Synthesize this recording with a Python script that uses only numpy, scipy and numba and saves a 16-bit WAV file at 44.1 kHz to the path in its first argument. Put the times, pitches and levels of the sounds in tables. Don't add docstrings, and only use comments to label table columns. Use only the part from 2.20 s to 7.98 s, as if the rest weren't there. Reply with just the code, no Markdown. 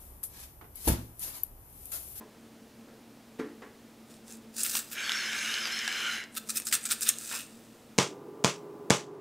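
import sys
import numpy as np
from scipy import signal
from scipy.fft import rfft, irfft
from scipy.io import wavfile
from scipy.ndimage import uniform_filter1d, map_coordinates
from numba import njit

SR = 44100
rng = np.random.default_rng(int(sys.argv[2]) if len(sys.argv) > 2 else 0)


def digitize_waveform(pressure):
    field = np.atleast_2d(pressure).T
    bounded = np.clip(field, -1, 1)
    quanta = np.round(bounded * 32767).astype(np.int16)
    wavfile.write(sys.argv[1], SR, quanta)


N = 254898
T = np.arange(N) / SR

# (t/s, hold/s, treble level/dB, then relative to it: body/dB, crisp top/dB, forerunning grains/dB;
# ring of the struck spot f/Hz, its relative level/dB); later trims shift the levels
SHAKE_STROKES = [(4.292, 0.012, -31, -10, -19, -20, 9300, -11),
                 (4.36, 0.018, -31.5, -5.5, -0.5, -10.5, 8800, -7),
                 (4.469, 0.02, -36, -8.5, -9, -7.5, 7900, -6),
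                 (4.526, 0.026, -26, -4.5, -7, -19, 2460, -15),
                 (4.654, 0.011, -33.5, -6, -10, -19, 7900, -3),
                 (4.709, 0.017, -29, -3, -4, -6.5, 5100, -11),
                 (4.818, 0.02, -29.5, -11.5, -10, -16, 7700, -9),
                 (4.866, 0.033, -32, -1, -7, -13, 5040, -12)]


def undb(db):
    return 10 ** (np.asarray(db) / 20)


def unit(x):
    return x / np.sqrt(np.mean(x ** 2))


def add(out, s, sound):
    i = max(int(s * SR), 0)
    out[i:i + len(sound)] += sound[:N - i]


def colour(x, points):
    size = 4096
    hz, db = np.transpose(points)
    bins_hz = np.arange(size // 2 + 1) * SR / size
    log_gain = np.log(undb(np.interp(np.log(bins_hz + 1), np.log(hz), db)))
    cepstrum = irfft(log_gain)
    cepstrum[1:size // 2] *= 2
    cepstrum[size // 2 + 1:] = 0
    impulse = irfft(np.exp(rfft(cepstrum)))
    return signal.fftconvolve(x, impulse)[:len(x)]


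@njit
def svf(x, hz, width):
    y, band, low = np.empty(len(x)), 0., 0.
    for i in range(len(x)):
        g = np.tan(np.pi * min(hz[i], .45 * SR) / SR)
        k = width / hz[i]
        v = (band + g * (x[i] - low)) / (1 + g * (g + k))
        band = 2 * v - band
        low = low + 2 * g * v
        y[i] = k * v
    return y


def resonate(x, hz, width):
    return svf(x + 1e-18, hz * np.ones(len(x)), float(width))


def walk(rate):
    knots = rng.standard_normal(2048)
    return unit(map_coordinates(knots, [T * rate], order=2, mode="wrap"))


def grains(per_s, scatter_db):
    chance = np.clip(per_s / SR, 1e-4, 1)
    spread = np.clip(rng.standard_normal(N), -2, 2)
    sizes = unit(rng.choice([-1, 1], N) * undb(scatter_db * spread))
    return sizes * (rng.random(N) < chance) / np.sqrt(chance)


def chatter(hz, width):
    contacts = grains(3000, scatter_db=2.5)
    return unit(resonate(resonate(contacts, hz, width), hz, 2 * width))


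def background(tone_db=-55.0, flutter_per_s=20):
    # (f/Hz, relative level/dB)
    room_tone = [(15, -22), (25, -42), (43, -24), (116, -15), (193, -14.5), (227, -5.5), (260, -8.5),
                 (349, -11.5), (410, -16), (445, -13.5), (1170, -25), (1270, -23), (1410, -25.5),
                 (3830, -30), (15500, -38)]
    # (f/Hz, level/dB, unsteadiness 0-1)
    hum = [(59.2, -81, 0.3), (118.4, -72.5, 0.02), (225.6, -57, 0.57), (285, -73, 0.57), (449, -69, 0.8)]
    out = undb(tone_db) * unit(colour(rng.standard_normal(N), room_tone))
    for hz, db, unsteady in hum:
        wander = walk(flutter_per_s) + 1j * walk(flutter_per_s)
        swing = 1 - unsteady + unsteady * wander
        out = out + undb(db) * unit(np.real(swing * np.exp(2j * np.pi * hz * T)))
    return out


def knocks(thud_db=-2, thud_s=0.012, contact_s=0.0023, panel_db=-1,
           clack_hz=800, clack_width=600, clack_s=0.012,
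           rattle_hz=1750, rattle_width=750, rattle_s=0.027):
    # (t/s, level/dB, hardness: treble tilt/dB per octave,
    # panel ring/dB, hollow clack/dB, rattle/dB); the parts are relative levels ahead of the thud and panel trims
    blows = [(.008, -49, -2, 2, 3.5, -26), (.68, -56.5, 1.5, 5.5, -10, -9),
             (1.1863, -43, 2.5, -5, -17, -11), (1.1932, -29, -1.6, 0, -18, -16.5),
             (1.228, -49, -4, 0, -20, -18), (1.419, -47, 3, 3.5, 2, -5.5)]
    # (f/Hz, relative level/dB, fall by 60 dB/s)
    panel_tones = [(249.6, -2.5, 0.12), (287, 2, 0.063), (338, -19, 0.044), (439.5, -1, 0.097),
                   (465, -7, .11), (586, -10.5, 0.096), (862, -13, 0.074), (1126, -12, 0.1),
                   (1387, -13.5, 0.12), (1597, -16, 0.15), (1710, -14, .16), (2000, -28, 0.12),
                   (2730, -19, 0.04)]
    # (f/Hz, relative level/dB)
    thud_bands = [(170, -45), (235, 2.5), (320, -3.5), (480, 0), (650, -14), (1000, -8.5), (1900, -17),
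                  (3000, -21), (6000, -27), (11000, -36), (16000, -42)]
    out, t = np.zeros(N), T[:SR // 2]
    for s, db, hard_db, ring_db, clack_db, rattle_db in blows:
        ring = 0
        for hz, mode_db, t60 in panel_tones:
            gain = undb(mode_db + hard_db * np.log2(hz / 400))
            ring = ring + gain * np.sin(2 * np.pi * hz * t) * np.exp(-np.log(1000) * t / t60)
        tilted = [(hz, band_db + hard_db * np.log2(min(hz, 2000) / 400)) for hz, band_db in thud_bands]
        thud = unit(colour(rng.standard_normal(len(t)), tilted)) * np.exp(-t / thud_s)
        clack = undb(clack_db) * chatter(clack_hz, clack_width)[:len(t)] * np.exp(-t / clack_s)
        rattle = undb(rattle_db) * chatter(rattle_hz, rattle_width)[:len(t)] * np.exp(-t / rattle_s)
        blow = undb(ring_db + panel_db) * ring + undb(thud_db) * thud + clack + rattle
        soft_start = 1 - np.exp(-t / contact_s)
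        add(out, s, undb(db) * blow * soft_start)
    return out


def kitchen(x, t60=0.37, treble_t60=0.13):
    t = T[:SR // 2]
    noise = rng.standard_normal(len(t))
    low = signal.sosfilt(signal.butter(1, 3000, fs=SR, output="sos"), noise)
    low_tail = low * np.exp(-np.log(1000) * t / t60)
    treble_tail = (noise - low) * np.exp(-np.log(1000) * t / treble_t60)
    tail = (low_tail + treble_tail) * (t > .004)
    return signal.fftconvolve(x, tail / np.sqrt(np.sum(tail ** 2)))[:N]


def surge(s, db, rise, fall):
    distance = (T - s) / np.where(T < s, rise, fall)
    return undb(db) ** 2 * np.exp(-np.minimum(distance ** 2, 10 * 10))


def sleeve(level_db=-42.0, at_s=5.116, rise_s=0.004, fall_s=0.042):
    # (f/Hz, relative level/dB)
    cloth = [(100, -22), (300, -11), (600, -9.5), (900, -4.5), (1350, 0.5), (1800, -2.5), (2500, -4),
             (6000, -25)]
    brush = unit(colour(grains(2500, scatter_db=0.5), cloth))
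    return np.sqrt(surge(at_s, level_db, rise_s, fall_s)) * brush


def loose_grains(stir, level_db, per_s, ring_hz, ring_width, stray_s=0.056, click_s=0.0011):
    t = T[:SR // 100]
    hits = grains(per_s, scatter_db=-1.0)
    click_power = signal.fftconvolve(hits ** 2, np.exp(-2 * t / click_s))[:N]
    clicks = resonate(np.sqrt(np.abs(click_power)) * rng.standard_normal(N), ring_hz, ring_width)
    return undb(level_db) * uniform_filter1d(stir, int(stray_s * SR)) * unit(clicks)


def landing(s, hold_s, db, attack_s=0.0018, release_s=0.0096):
    before = np.maximum(s - T, 0) / attack_s
    after = np.maximum(T - s - hold_s, 0) / release_s
    return undb(db) * np.exp(-before - after)


def throws(fall_over_swell=1.18, forerun_s=0.012):
    # (t/s, treble level/dB, swell/s, then relative to the treble: body/dB, crisp top/dB); later trims shift the levels
    tilts_and_jolts = [(1.925, -57, 0.03, -4.5, -22), (2.112, -49.5, 0.03, -8, -15),
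                       (2.401, -32, 0.025, -11, -17), (2.456, -34, 0.013, -2.5, 2),
                       (2.5, -34.5, 0.017, -10, -6), (2.561, -29.5, 0.024, -6.5, -4),
                       (2.729, -37.5, 0.01, -2.5, 0), (4.173, -33, 0.007, -2, -1.5),
                       (5.04, -43, 0.046, -8, -9), (5.146, -37.5, 0.043, -4.5, -9)]
    strokes = []
    for s, db, swell_s, body_db, top_db in tilts_and_jolts:
        power = surge(s, db, swell_s, fall_over_swell * swell_s)
        strokes.append((power, body_db, top_db))
    for s, hold_s, db, body_db, top_db, forerun_db, _, _ in SHAKE_STROKES:
        bulk = landing(s, hold_s, db)
        forerun = surge(s, db + forerun_db, forerun_s, forerun_s)
        strokes.append((bulk ** 2 + forerun, body_db, top_db))
    return sum(np.outer(undb([0, body_db, top_db]) ** 2, power) for power, body_db, top_db in strokes)


def shaking(body_db=-1, treble_db=-1.0, top_db=-1, trickle_per_s=3200, surge_per_s=110000,
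            settle_s=0.13, settle_share=0.026, hard_throw_db=-27,
            ring_sway_db=2.5, detune=0.027, clump_db=4):
    # (f/Hz, relative level/dB)
    case_body = [(300, -18), (800, -21.5), (1080, -16.5), (1280, -1), (1750, 1.5), (2100, -3.5), (2600, 1),
                 (3100, 0), (3700, 5), (4600, -6.5), (7000, -32)]
    case_treble = [(1500, -35), (3200, -12.5), (4200, -4), (6500, 0.5), (8400, 1), (10000, 0.5),
                   (12000, -8), (15500, -6)]
    # (f/Hz, relative level/dB)
    case_top = [(5000, -36), (9000, -16), (10500, -2), (12500, -1), (13400, 6.5), (15500, -1)]
    # (centre f/Hz, width/Hz, relative level/dB)
    case_ring = [(1320, 300, 0), (1740, 57, -2), (2610, 230, 6), (3500, 320, -5), (4980, 145, 3),
                 (5970, 180, -3.5), (7290, 110, 4), (8040, 130, -1.5), (8350, 320, 1.5), (10250, 110, -20)]

    keep = np.exp(-1 / (settle_s * SR))
    strengths = []
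    for power in throws():
        scattered = power * (power / undb(hard_throw_db) ** 2) ** 0.18
        stragglers = signal.lfilter([1 - keep], [1, -keep], scattered + 1e-18)
        strengths.append(np.sqrt(power + settle_share * stragglers))
    treble, body, top = strengths

    hits = grains(trickle_per_s + surge_per_s * treble, scatter_db=1.5)
    hits = hits * undb(clump_db * np.tanh(walk(420)))

    rung = hits
    for hz, width, db in case_ring:
        sway = undb(db + ring_sway_db * walk(15))
        rung = rung + sway * resonate(hits, hz * (1 + detune * walk(11)), width)

    crisp = unit(colour(hits * rng.choice([-1, 1], N), case_top))
    thump = undb(body_db) * body * unit(colour(rung, case_body))
    head_on = thump + undb(top_db) * top * crisp
    glancing = undb(treble_db) * treble * unit(colour(rung, case_treble))
    strays = loose_grains(treble, level_db=-10.5, per_s=170, ring_hz=7950, ring_width=13000)
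    return glancing + head_on + strays


def struck_spots(level_db=-1, width=700, skid_width=2800):
    # (t/s, level/dB, swell/s, ring f/Hz)
    skids = [(4.135, -59, .012, 8800), (4.275, -55, 0.0056, 8950), (4.457, -38.5, .005, 8600),
             (4.636, -43, 0.0066, 8600), (4.79, -53, 0.0061, 8250), (5.03, -48, 0.045, 8300),
             (5.106, -39, 0.0034, 7500)]
    out = np.zeros(N)
    for s, hold_s, db, _, _, _, hz, ring_db in SHAKE_STROKES:
        out += undb(ring_db + level_db) * landing(s, hold_s, db) * chatter(hz, width)
    for s, db, swell_s, hz in skids:
        out += np.sqrt(surge(s, db, swell_s, swell_s)) * chatter(hz, skid_width)
    return out


def ticks(crack_s=0.00067, crack_spread=0.59, ring_s=0.0055, ring_db=-19, ring_width=900,
          crunch_s=0.0018, crunch_hz=1900, crunch_width=4200):
    # (t/s, peak level/dB, ring f/Hz, low-reaching crunch relative to the crack/dB)
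    hard_grains = [(2.081, -37, 7040, -12), (2.124, -31, 7200, -17), (2.171, -43, 10000, -18),
                   (2.4313, -19, 8500, -25), (2.434, -10, 8750, -34), (2.4385, -16, 10500, -25),
                   (2.458, -25, 11000, -19), (2.4638, -15, 8200, -14), (2.4745, -20, 9100, -23),
                   (2.552, -16.5, 4900, -7.5), (2.557, -18.5, 11000, -16), (2.8945, -16, 2810, -4),
                   (2.919, -15.5, 3600, -10), (3.131, -20.5, 5000, -1), (3.341, -17.5, 4380, -16),
                   (3.455, -19, 2660, 10), (3.473, -21.5, 3000, 0), (3.524, -26, 5930, -18),
                   (3.5903, -19.5, 5400, -23), (3.6779, -17, 5200, -1), (4.039, -31, 4960, -7),
                   (4.152, -30, 11200, -10), (4.289, -27, 7500, -20), (4.352, -27, 11500, -24),
                   (4.3565, -29, 5040, -8), (4.361, -22, 10900, -26), (4.3695, -29, 10400, -28),
                   (4.374, -14.5, 8400, -30), (4.4, -22, 9500, -6.5), (4.42, -27, 6400, -8),
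                   (4.47, -19, 8000, -24), (4.479, -25, 7500, -20), (4.515, -25, 8000, -5),
                   (4.5256, -15.5, 2660, -20), (4.526, -17, 7000, -19), (4.535, -21, 6200, -13),
                   (4.545, -17, 9450, -18), (4.552, -11, 8800, -20), (4.64, -24, 8500, -22),
                   (4.655, -21, 7960, -22), (4.66, -18.5, 7900, -21), (4.69, -23, 7000, -15),
                   (4.71, -17, 5000, -22), (4.718, -12.5, 9600, -22), (4.809, -19.5, 9500, -18),
                   (4.864, -29, 4530, -13), (4.8865, -15, 11600, -21), (4.89, -6, 7950, -23),
                   (4.892, -7, 8260, -31), (4.895, -14, 7600, -22), (4.939, -29.5, 4200, -5),
                   (4.986, -22, 8500, -32)]
    out, t = np.zeros(N), T[:SR // 25]
    high_pass = signal.butter(4, 1300, "high", fs=SR, output="sos")
    for s, db, hz, crunch_db in hard_grains:
        crack_width = crack_spread * hz
        crack = signal.sosfilt(high_pass, rng.standard_normal(len(t)) * np.exp(-t / crack_s))
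        crack = resonate(resonate(crack, hz, crack_width), hz, 2 * crack_width)
        crunch = rng.standard_normal(len(t)) * np.exp(-t / crunch_s)
        crunch = resonate(resonate(crunch, crunch_hz, crunch_width), crunch_hz, crunch_width)
        ring = unit(resonate(rng.standard_normal(len(t)), hz, ring_width)) * np.exp(-t / ring_s)
        tick = crack / np.abs(crack).max() + undb(ring_db) * ring
        tick = tick + undb(crunch_db) * crunch / np.abs(crunch).max()
        add(out, s, undb(db) * tick / np.abs(tick).max())
    return out


def squeaks(width=100):
    # (start t/s, end t/s, start f/Hz, middle f/Hz, end f/Hz, relative level/dB)
    arcs = [(2.76, 2.88, 6500, 6400, 6750, -9), (2.801, 2.99, 3150, 3470, 3420, -7),
            (2.797, 2.9, 7600, 7750, 7700, -14), (2.81, 2.914, 4480, 4470, 4360, -7.5),
            (2.818, 2.912, 9900, 9980, 10050, -17), (2.889, 3.033, 5320, 5410, 5360, -5.5),
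            (2.918, 3.108, 4800, 4290, 4100, -10.5), (2.96, 3.096, 6620, 6390, 6200, -15),
            (2.977, 3.12, 5360, 5120, 5430, -10), (3.142, 3.282, 6200, 6440, 6250, -10.5),
            (3.16, 3.25, 8600, 8730, 8700, -21), (3.17, 3.26, 10300, 10450, 10400, -19),
            (3.188, 3.426, 2780, 2900, 2960, -5.5), (3.235, 3.4, 3550, 3750, 3800, -13),
            (3.268, 3.42, 6500, 6390, 6250, -15), (3.28, 3.45, 10100, 10050, 9880, -26),
            (3.386, 3.493, 5340, 5040, 4450, -3.5), (3.49, 3.61, 5070, 5310, 5200, -2.5),
            (3.5, 3.61, 4150, 4220, 4100, -7), (3.529, 3.722, 2930, 3060, 3100, -7),
            (3.602, 3.67, 4950, 4800, 4650, -13), (3.652, 3.8, 5560, 5130, 5000, -13),
            (3.761, 3.99, 3100, 3010, 3030, -6), (3.784, 3.977, 1300, 1444, 1580, -7)]
    out = np.zeros(N)
    for start, end, hz0, hz1, hz2, db in arcs:
        along = np.linspace(0, 1, max(int((end - start) * SR), SR // 100))
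        hz = np.polyval(np.polyfit([0, .5, 1], [hz0, hz1, hz2], 2), along)
        noise = rng.standard_normal(SR)[:len(along)]
        band = resonate(resonate(noise, hz, width), hz, 3 * width)
        add(out, start, undb(db) * unit(band) * np.sin(np.pi * along))
    return out


def grinding(level_db=-0.3, treble_db=4.5, low_db=-1, low_width=190, whistle_db=-16.0, whistle_width=300,
             rasp_db=-10.5, wander_hz=40, flicker_db=1.0, edge_hz=1250, stop_db=-8, slowing_s=0.11,
             start_s=2.715, end_s=4.1, ease_s=0.067):
    # (t/s, level/dB, relative treble/dB)
    turn = [(2.75, -39.5, -13), (2.778, -35, -9.5), (2.85, -35.5, -7), (2.93, -34.5, -5), (3.03, -35, -5),
            (3.25, -35, -2.5), (3.39, -34, -5), (3.56, -36.5, -5), (3.85, -33.5, -6), (3.95, -35.5, -5),
            (4.046, -43, -9), (4.06, -56, -20), (4.08, -68, -5)]
    # (t/s, shift of its resonances as a share)
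    grip_shift = [(2.78, 0.034), (2.86, 0.0066), (2.97, 0.017), (3.07, -0.056), (3.14, 0.0053),
                  (3.23, 0.015), (3.32, -0.018), (3.4, 0.011), (3.47, -0.049), (3.515, -0.0029),
                  (3.58, 0.022), (3.63, -0.023), (3.68, -0.0052), (3.77, -0.014), (3.87, -0.0035),
                  (4.0, -0.041)]
    # (t/s, f/Hz)
    low_slide = [(2.76, 1590), (2.962, 1490), (2.988, 1610), (3.486, 1524), (3.59, 1740), (3.786, 1520),
                 (3.846, 1440), (4.04, 1630)]
    # (t/s, f/Hz)
    whistle = [(2.81, 11100), (2.9, 11550), (2.98, 10900), (3.08, 10800), (3.13, 11200), (3.24, 10900),
               (3.32, 11100), (3.42, 11000), (3.47, 11400), (3.57, 11000), (3.87, 11100), (4.0, 10900)]
    # (centre f/Hz, width setting/Hz, relative level at mid-turn/dB,
    # gain/dB per s, share of the grip's shift that they follow)
    head = [(1740, 210, -17.5, -4, 0.14), (2214, 220, -3.5, -1, 0.78), (2800, 123, -7, -2, 0.85),
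            (3075, 204, -4.5, 3.5, 0.81), (3660, 170, -10.5, -2.5, 1.1), (4120, 104, -10.5, 8, 0.79),
            (5200, 180, -8, 0, 0.61), (5810, 180, -12, -1, 1.2), (6390, 150, -9.5, -1, 1.2),
            (7430, 460, -15.5, 0, 0.87), (8400, 600, -22, -1, 0.41), (9620, 200, -23, 7, 0.58),
            (10230, 240, -21.5, 1, 0.5), (14200, 1500, -27.5, 4, 0)]
    # (f/Hz, relative level/dB)
    rasp_bands = [(150, -30), (250, -14), (340, -3), (600, -5.5), (1000, -3.5), (1400, 2.5), (3000, -10),
                  (4600, -3.5), (6500, -3.5), (9000, -15), (12500, -19.5), (15500, -22)]

    turn_s, turn_db, turn_bright_db = np.transpose(turn)
    db = np.interp(T, turn_s, turn_db)
    bright_db = np.interp(T, turn_s, turn_bright_db)
    grip = np.interp(T, *np.transpose(grip_shift))
    from_middle_s = np.clip(T, start_s, end_s) - (start_s + end_s) / 2

    modes = [(np.interp(T, *np.transpose(low_slide)), low_width, low_db),
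             (np.interp(T, *np.transpose(whistle)), whistle_width, whistle_db)]
    for hz, width, mode_db, db_per_s, follow in head:
        moving_hz = hz * (1 + follow * grip) + wander_hz * walk(11)
        modes.append((moving_hz, width, mode_db + db_per_s * from_middle_s))

    rings = 0
    for hz, width, mode_db in modes:
        rub = grains(3000, scatter_db=3) * undb(mode_db + flicker_db * walk(12))
        rings = rings + resonate(resonate(rub, hz, 2.44 * width), hz, 2.44 * width)
    rings = signal.sosfilt(signal.butter(4, edge_hz, "high", fs=SR, output="sos"), rings)
    rasp = unit(colour(grains(4000, scatter_db=2.5), rasp_bands))
    sound = unit(rings) + undb(rasp_db) * rasp + squeaks()

    bright_db = bright_db + stop_db * np.clip(1 - (end_s - T) / slowing_s, 0, 1)
    dull = signal.sosfiltfilt(signal.butter(2, 4200, fs=SR, output="sos"), sound)
    sound = dull + (sound - dull) * undb(bright_db + treble_db)

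    turning = np.clip(np.minimum(T - start_s, end_s - T) / ease_s, 0, 1)
    strength = undb(db + level_db) * turning
    strays = loose_grains(strength, level_db=-15.5, per_s=28, ring_hz=4250, ring_width=2100)
    return sound * strength + strays


def scene():
    near = shaking() + struck_spots() + grinding() + ticks() + sleeve()
    far = knocks()
    room = kitchen(undb(-12.0) * near + undb(-4.5) * far)
    mid = near + far + room + background()
    hiss_bands = [(100, -23), (250, -14), (500, 4.5), (1000, -5.0), (15000, -11.5)]  # (f/Hz, relative level/dB)
    side = undb(-75.0) * unit(colour(rng.standard_normal(N), hiss_bands))
    return np.array([mid + side, mid - side])


def record(dry):
    return signal.sosfilt(signal.ellip(10, .2, 70, 15600, fs=SR, output="sos"), dry)


dry = scene()
out = record(dry)
digitize_waveform(out)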